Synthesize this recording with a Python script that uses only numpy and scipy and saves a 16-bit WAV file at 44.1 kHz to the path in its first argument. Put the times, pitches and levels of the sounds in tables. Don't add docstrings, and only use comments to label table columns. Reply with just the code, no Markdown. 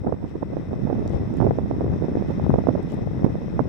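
import sys
import numpy as np
from scipy import signal
from scipy.fft import rfft, irfft
from scipy.io import wavfile

SR = 44100
rng = np.random.default_rng(int(sys.argv[2]) if len(sys.argv) > 2 else 0)


def log_audio(samples):
    frames = np.atleast_2d(samples).T
    limited = np.clip(frames, -1, 1)
    pcm = np.round(limited * 32767).astype(np.int16)
    wavfile.write(sys.argv[1], SR, pcm)


N = 162288
T = np.arange(N) / SR


def undb(db):
    return 10 ** (np.asarray(db) / 20)


def noise():
    return rng.standard_normal(N)


def colour(x, points):
    hz, db = np.array(points, float).T
    bin_hz = np.arange(N // 2 + 1) * SR / N + 1e-9
    gain = undb(np.interp(np.log(bin_hz), np.log(hz), db))
    gain /= np.sqrt(np.mean(gain ** 2))
    return irfft(rfft(x) * gain, N)


def envelope_db(points):
    return np.interp(T, *np.array(points).T)


def flutter(spread_db, rate_per_s):
    knots = np.clip(rng.standard_normal(4096), -1.6, 1.6)
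    gain = undb(spread_db * np.interp(T * rate_per_s, np.arange(len(knots)), knots))
    return gain / np.sqrt(np.mean(gain ** 2))


def near(at):
    return slice(*np.searchsorted(T, [at - .02, at + .02]))


CLEARING_S = 0.002


def clearing(port):
    gain = np.ones(N)
    for at, side, db, hz in STRONG_EDDIES:
        if side == port:
            span = near(at)
            gain[span] *= 1 - np.exp(-((T[span] - at) / CLEARING_S) ** 2)
    return gain


GUSTS = {"L": [(0.0, -27), (0.24, -33), (0.62, -25), (0.94, -26.5), (1.12, -19.5), (1.32, -27.5),
         (1.48, -24), (1.58, -27), (1.94, -18), (2.04, -28.5), (2.16, -23.5), (2.35, -25.5), (2.495, -15),
         (2.57, -21.5), (2.83, -31), (2.99, -22), (3.51, -25), (3.68, -24)], "R": [(0.0, -36.5),
         (0.08, -23), (0.3, -32), (0.62, -32.5), (0.74, -25), (1.0, -20.5), (1.22, -26), (1.46, -14),
         (1.52, -22.5), (2.43, -24), (2.55, -22), (2.99, -26), (3.17, -27), (3.255, -19), (3.31, -26.5),
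         (3.49, -29.5), (3.57, -21), (3.68, -28.5)]}
# t/s, port, level/dB, length/s
FLURRIES = [(0.087, "L", -25.5, 0.044), (1.146, "L", -30, 0.046), (1.473, "L", -31.5, 0.038),
            (1.825, "L", -29, 0.027), (2.788, "L", -24.5, 0.019), (2.933, "L", -26, 0.016),
            (0.067, "R", -26.5, 0.036), (0.226, "R", -25.5, 0.012), (0.354, "R", -26, 0.019),
            (0.428, "R", -20, 0.012), (0.532, "R", -22, .009), (0.74, "R", -27.5, 0.013),
            (0.908, "R", -24, 0.064), (1.013, "R", -33, 0.054), (1.423, "R", -17, 0.041),
            (1.448, "R", -11.5, 0.012), (1.849, "R", -24, 0.044), (2.034, "R", -26.5, 0.036),
            (2.206, "R", -22.5, 0.014), (2.308, "R", -22, 0.024), (2.59, "R", -16.5, 0.0095),
            (2.695, "R", -13.5, 0.018), (3.297, "R", -27.5, 0.011), (3.434, "R", -29.5, 0.03),
            (3.6, "R", -17, 0.016)]
RUMBLE_COLOUR = {"L": [(15, -36.5), (40, -2.5), (85, 5.5), (170, 3), (300, -10), (550, -22.5), (900, -26),
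                 (1400, -36.5), (2500, -63.5), (6000, -94.5)], "R": [(15, -33.5), (40, -18), (85, -6),
                 (200, -5.5), (330, -13.5), (550, -34), (900, -47.5), (1400, -47), (2500, -69.5),
                 (6000, -93)]}
# f/Hz, level/dB per Hz
SWIRL_COLOUR = [(30, -32), (120, 1.5), (300, 5), (550, -3), (850, -10.5), (1300, -27), (2000, -40),
                (3500, -71.5)]
RUMBLE_DB, SWIRL_DB, FLURRY_DB = -1.5, -14, 3
RUMBLE_FLUTTER_DB, SWIRL_FLUTTER_DB, FLUTTER_PER_S = 5.5, 7.5, 170
WAKE_DB, WAKE_S = -10, 0.0096


def wind(port):
    gust = undb(envelope_db(GUSTS[port]))
    rumble = colour(noise() * gust * flutter(RUMBLE_FLUTTER_DB, FLUTTER_PER_S), RUMBLE_COLOUR[port])
    swirl_power = (undb(SWIRL_DB) * gust) ** 2
    for at, side, db, length in FLURRIES:
        if side == port:
            swirl_power += undb(db + FLURRY_DB) ** 2 * np.exp(-(2 * (T - at) / length) ** 2)
    for at, side, db, hz in STRONG_EDDIES:
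        if side == port:
            decay = np.exp(-2 * abs(T - at) / WAKE_S)
            swirl_power += undb(db + WAKE_DB) ** 2 * (T > at) * decay
    fitful = noise() * np.sqrt(swirl_power) * flutter(SWIRL_FLUTTER_DB, FLUTTER_PER_S)
    swirl = colour(fitful, SWIRL_COLOUR)
    return (undb(RUMBLE_DB) * rumble + swirl) * clearing(port)


HUSH_COLOUR = {"L": [(200, 10.5), (900, 0.5), (1600, -4), (2020, 3.5), (2290, -10.5), (2560, -2.5),
               (2860, -21), (3150, -12), (3400, -13.5), (3700, -9.5), (4050, -24.5), (4700, -21.5),
               (5100, -16), (5400, -5.5), (5620, -22), (5980, -12), (6350, -28.5), (6800, -30.5),
               (8500, -36), (10600, -43), (11400, -30.5), (13400, -39), (15500, -65.5)], "R": [(200, 7),
               (900, -9), (1350, -5.5), (1700, -11), (2200, -14), (3250, -21), (3750, -14), (4300, -23),
               (4900, -31.5), (5450, -18.5), (6200, -40.5), (6800, -32), (9500, -37), (11500, -36),
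               (13400, -40), (15500, -63)]}
# t/s, level/dB
HUSH_SWELL = [(0, -5), (.6, -2), (1.18, 2), (1.28, 0.5), (1.42, 1.5), (1.66, -0.5), (2.35, 2.5), (3.68, .5)]
HUSH_DB = {"L": -45.5, "R": -48.5}
HUSH_SHARED = 0.23
HUSH_FLICKER_DB, HUSH_FLICKER_PER_S = 1.2, 45


def hush(port, river):
    mixed = np.sqrt(HUSH_SHARED) * river + np.sqrt(1 - HUSH_SHARED) * noise()
    flickering = mixed * flutter(HUSH_FLICKER_DB, HUSH_FLICKER_PER_S)
    level = undb(HUSH_DB[port] + envelope_db(HUSH_SWELL))
    return level * colour(flickering, HUSH_COLOUR[port])


# f/Hz, RMS level/dB
WHINE_TONES = [(7867, -81.5), (8107, -90.5), (8167, -89), (9834, -92.5), (11801, -88.5)]
WHINE_LEFT_DB = -11


def whine():
    tones = np.zeros(N)
    for hz, db in WHINE_TONES:
        tones += undb(db) * np.sqrt(2) * np.sin(2 * np.pi * (hz * T + rng.random()))
    return np.array([undb(WHINE_LEFT_DB) * tones, tones])


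EDDY_DAMPING, EDDY_LEAN = 4.33, 0.036


def swing(cycles):
    wave = np.sin(2 * np.pi * cycles) / np.cosh(EDDY_DAMPING * (cycles - EDDY_LEAN))
    return wave / abs(wave).max()


SMALL_EDDY_DB, SMALL_EDDY_SCATTER_DB, SMALL_EDDY_HZ, SMALL_EDDY_OCTAVES = 0, 5, 328, 0.31


def small_eddies(port, count=170):
    at = (np.arange(count) + rng.random(count)) / count * T[-1]
    size, pitch = np.clip(rng.standard_normal((count, 2)), -1.6, 1.6).T
    gust_db = np.interp(at, *np.array(GUSTS[port]).T)
    db = gust_db + SMALL_EDDY_DB + SMALL_EDDY_SCATTER_DB * size
    return list(zip(at, db, SMALL_EDDY_HZ * 2 ** (SMALL_EDDY_OCTAVES * pitch)))


# t/s, port, peak level of the swing/dB, f/Hz
STRONG_EDDIES = [(1.135, "L", -14, 383), (1.4744, "L", -11, 450), (1.5094, "L", -4, 422),
                 (1.818, "L", -14, 420), (1.845, "L", -18.5, 418), (2.0846, "L", -10.5, 365),
                 (2.155, "L", -6.5, 310), (2.4653, "L", -11.5, 500), (2.496, "L", -3.5, 187),
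                 (2.504, "L", -11.5, 633), (0.068, "R", -8.5, 300), (.125, "R", -7, 480),
                 (0.242, "R", -11.5, 217), (0.4262, "R", -17.5, 563), (.569, "R", -9, 386),
                 (0.732, "R", -12.5, 410), (0.9009, "R", -10, 456), (1.061, "R", -14.5, 414),
                 (1.403, "R", -9, 556), (1.414, "R", -13, 680), (1.432, "R", -11, 430),
                 (1.4496, "R", -9, 290), (1.467, "R", -4, 380), (1.5872, "R", -5.5, 420),
                 (1.7125, "R", -7.5, 457), (1.809, "R", -9.5, 460), (2.0237, "R", -8.5, 326),
                 (2.172, "R", -7.5, 348), (2.2242, "R", -11.5, 400), (2.398, "R", -12.5, 530),
                 (2.541, "R", -2.5, 455), (2.5589, "R", -9, 400), (2.671, "R", -4.5, 510),
                 (2.6914, "R", -3, 410), (2.7518, "R", -8, 317), (3.2452, "R", -14, 710),
                 (3.2456, "R", 1, 195.2), (3.2645, "R", -6.5, 310), (3.355, "R", -12.5, 382),
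                 (3.5935, "R", -3, 640)]
EDDY_FRONT_DB, EDDY_FRONT_HZ = -24, 1200


def eddies(port):
    out = np.zeros(N)
    strong = [(at, db, hz) for at, side, db, hz in STRONG_EDDIES if side == port]
    for at, db, hz in strong + small_eddies(port):
        span = near(at)
        age = T[span] - at
        front = undb(EDDY_FRONT_DB) * swing(age * EDDY_FRONT_HZ)
        out[span] += undb(db) * (swing(age * hz) + front)
    return out


# t/s, level/dB, length/s
SCUFFS = [(0.293, -60, 0.022), (1.136, -60.5, 0.035), (1.39, -61, 0.06), (2.296, -62, .04),
          (2.916, -55, 0.034)]
# f/Hz, level/dB per Hz
SCUFF_COLOUR = [(1000, -5), (3000, 13.5), (5000, 3.5), (7500, -0.5), (13000, -13), (15500, -23.5)]
SCUFF_GRAIN_DB, SCUFF_GRAINS_PER_S = 7, 400


def scuffs():
    press = np.zeros(N)
    for at, db, length in SCUFFS:
        press += undb(db) * np.exp(-2 * ((T - at) / length) ** 2)
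    return colour(noise() * press * flutter(SCUFF_GRAIN_DB, SCUFF_GRAINS_PER_S), SCUFF_COLOUR)


# t/s, level/dB at the right port, ring f/Hz
TICKS = [(1.077, -35, 4700), (1.095, -46.5, 5800), (1.339, -51.5, 7440), (1.37, -47.5, 7000),
         (2.829, -51, 8300), (2.899, -48, 4300), (2.92, -45, 7200), (2.943, -48, 8200)]
TICK_DECAY_S, TICK_CRACK_DB = .0012, 3
TICK_OCTAVES = .6


def ice_ticks(left_db=-3):
    out = np.zeros((2, N))
    age = T[:1024]
    for at, db, hz in TICKS:
        edges = [hz / 2 ** TICK_OCTAVES, hz * 2 ** TICK_OCTAVES]
        band = signal.butter(2, edges, "bandpass", fs=SR, output="sos")
        crack = undb(TICK_CRACK_DB) * signal.sosfilt(band, rng.standard_normal((2, len(age))))
        ring = np.sin(2 * np.pi * hz * age) / 2
        start = int(at * SR)
        out[:, start:start + len(age)] += undb(db) * np.exp(-age / TICK_DECAY_S) * (ring + crack)
    return out * np.array([[undb(left_db)], [1]])


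def scene():
    river = noise()
    ports = [wind(port) + hush(port, river) + eddies(port) + scuffs() for port in "LR"]
    return np.array(ports) + whine() + ice_ticks()


OVERLOAD_HZ, OVERLOAD_DB = 8500, 12
TOP_HZ = 15750


def record(dry):
    clipped = np.clip(dry, -1, 1)
    click_band = signal.butter(4, OVERLOAD_HZ, "highpass", fs=SR, output="sos")
    click = signal.sosfilt(click_band, clipped - dry)
    top_cut = signal.ellip(8, .2, 70, TOP_HZ, fs=SR, output="sos")
    return signal.sosfilt(top_cut, clipped + undb(OVERLOAD_DB) * click)


dry = scene()
out = record(dry)
log_audio(out)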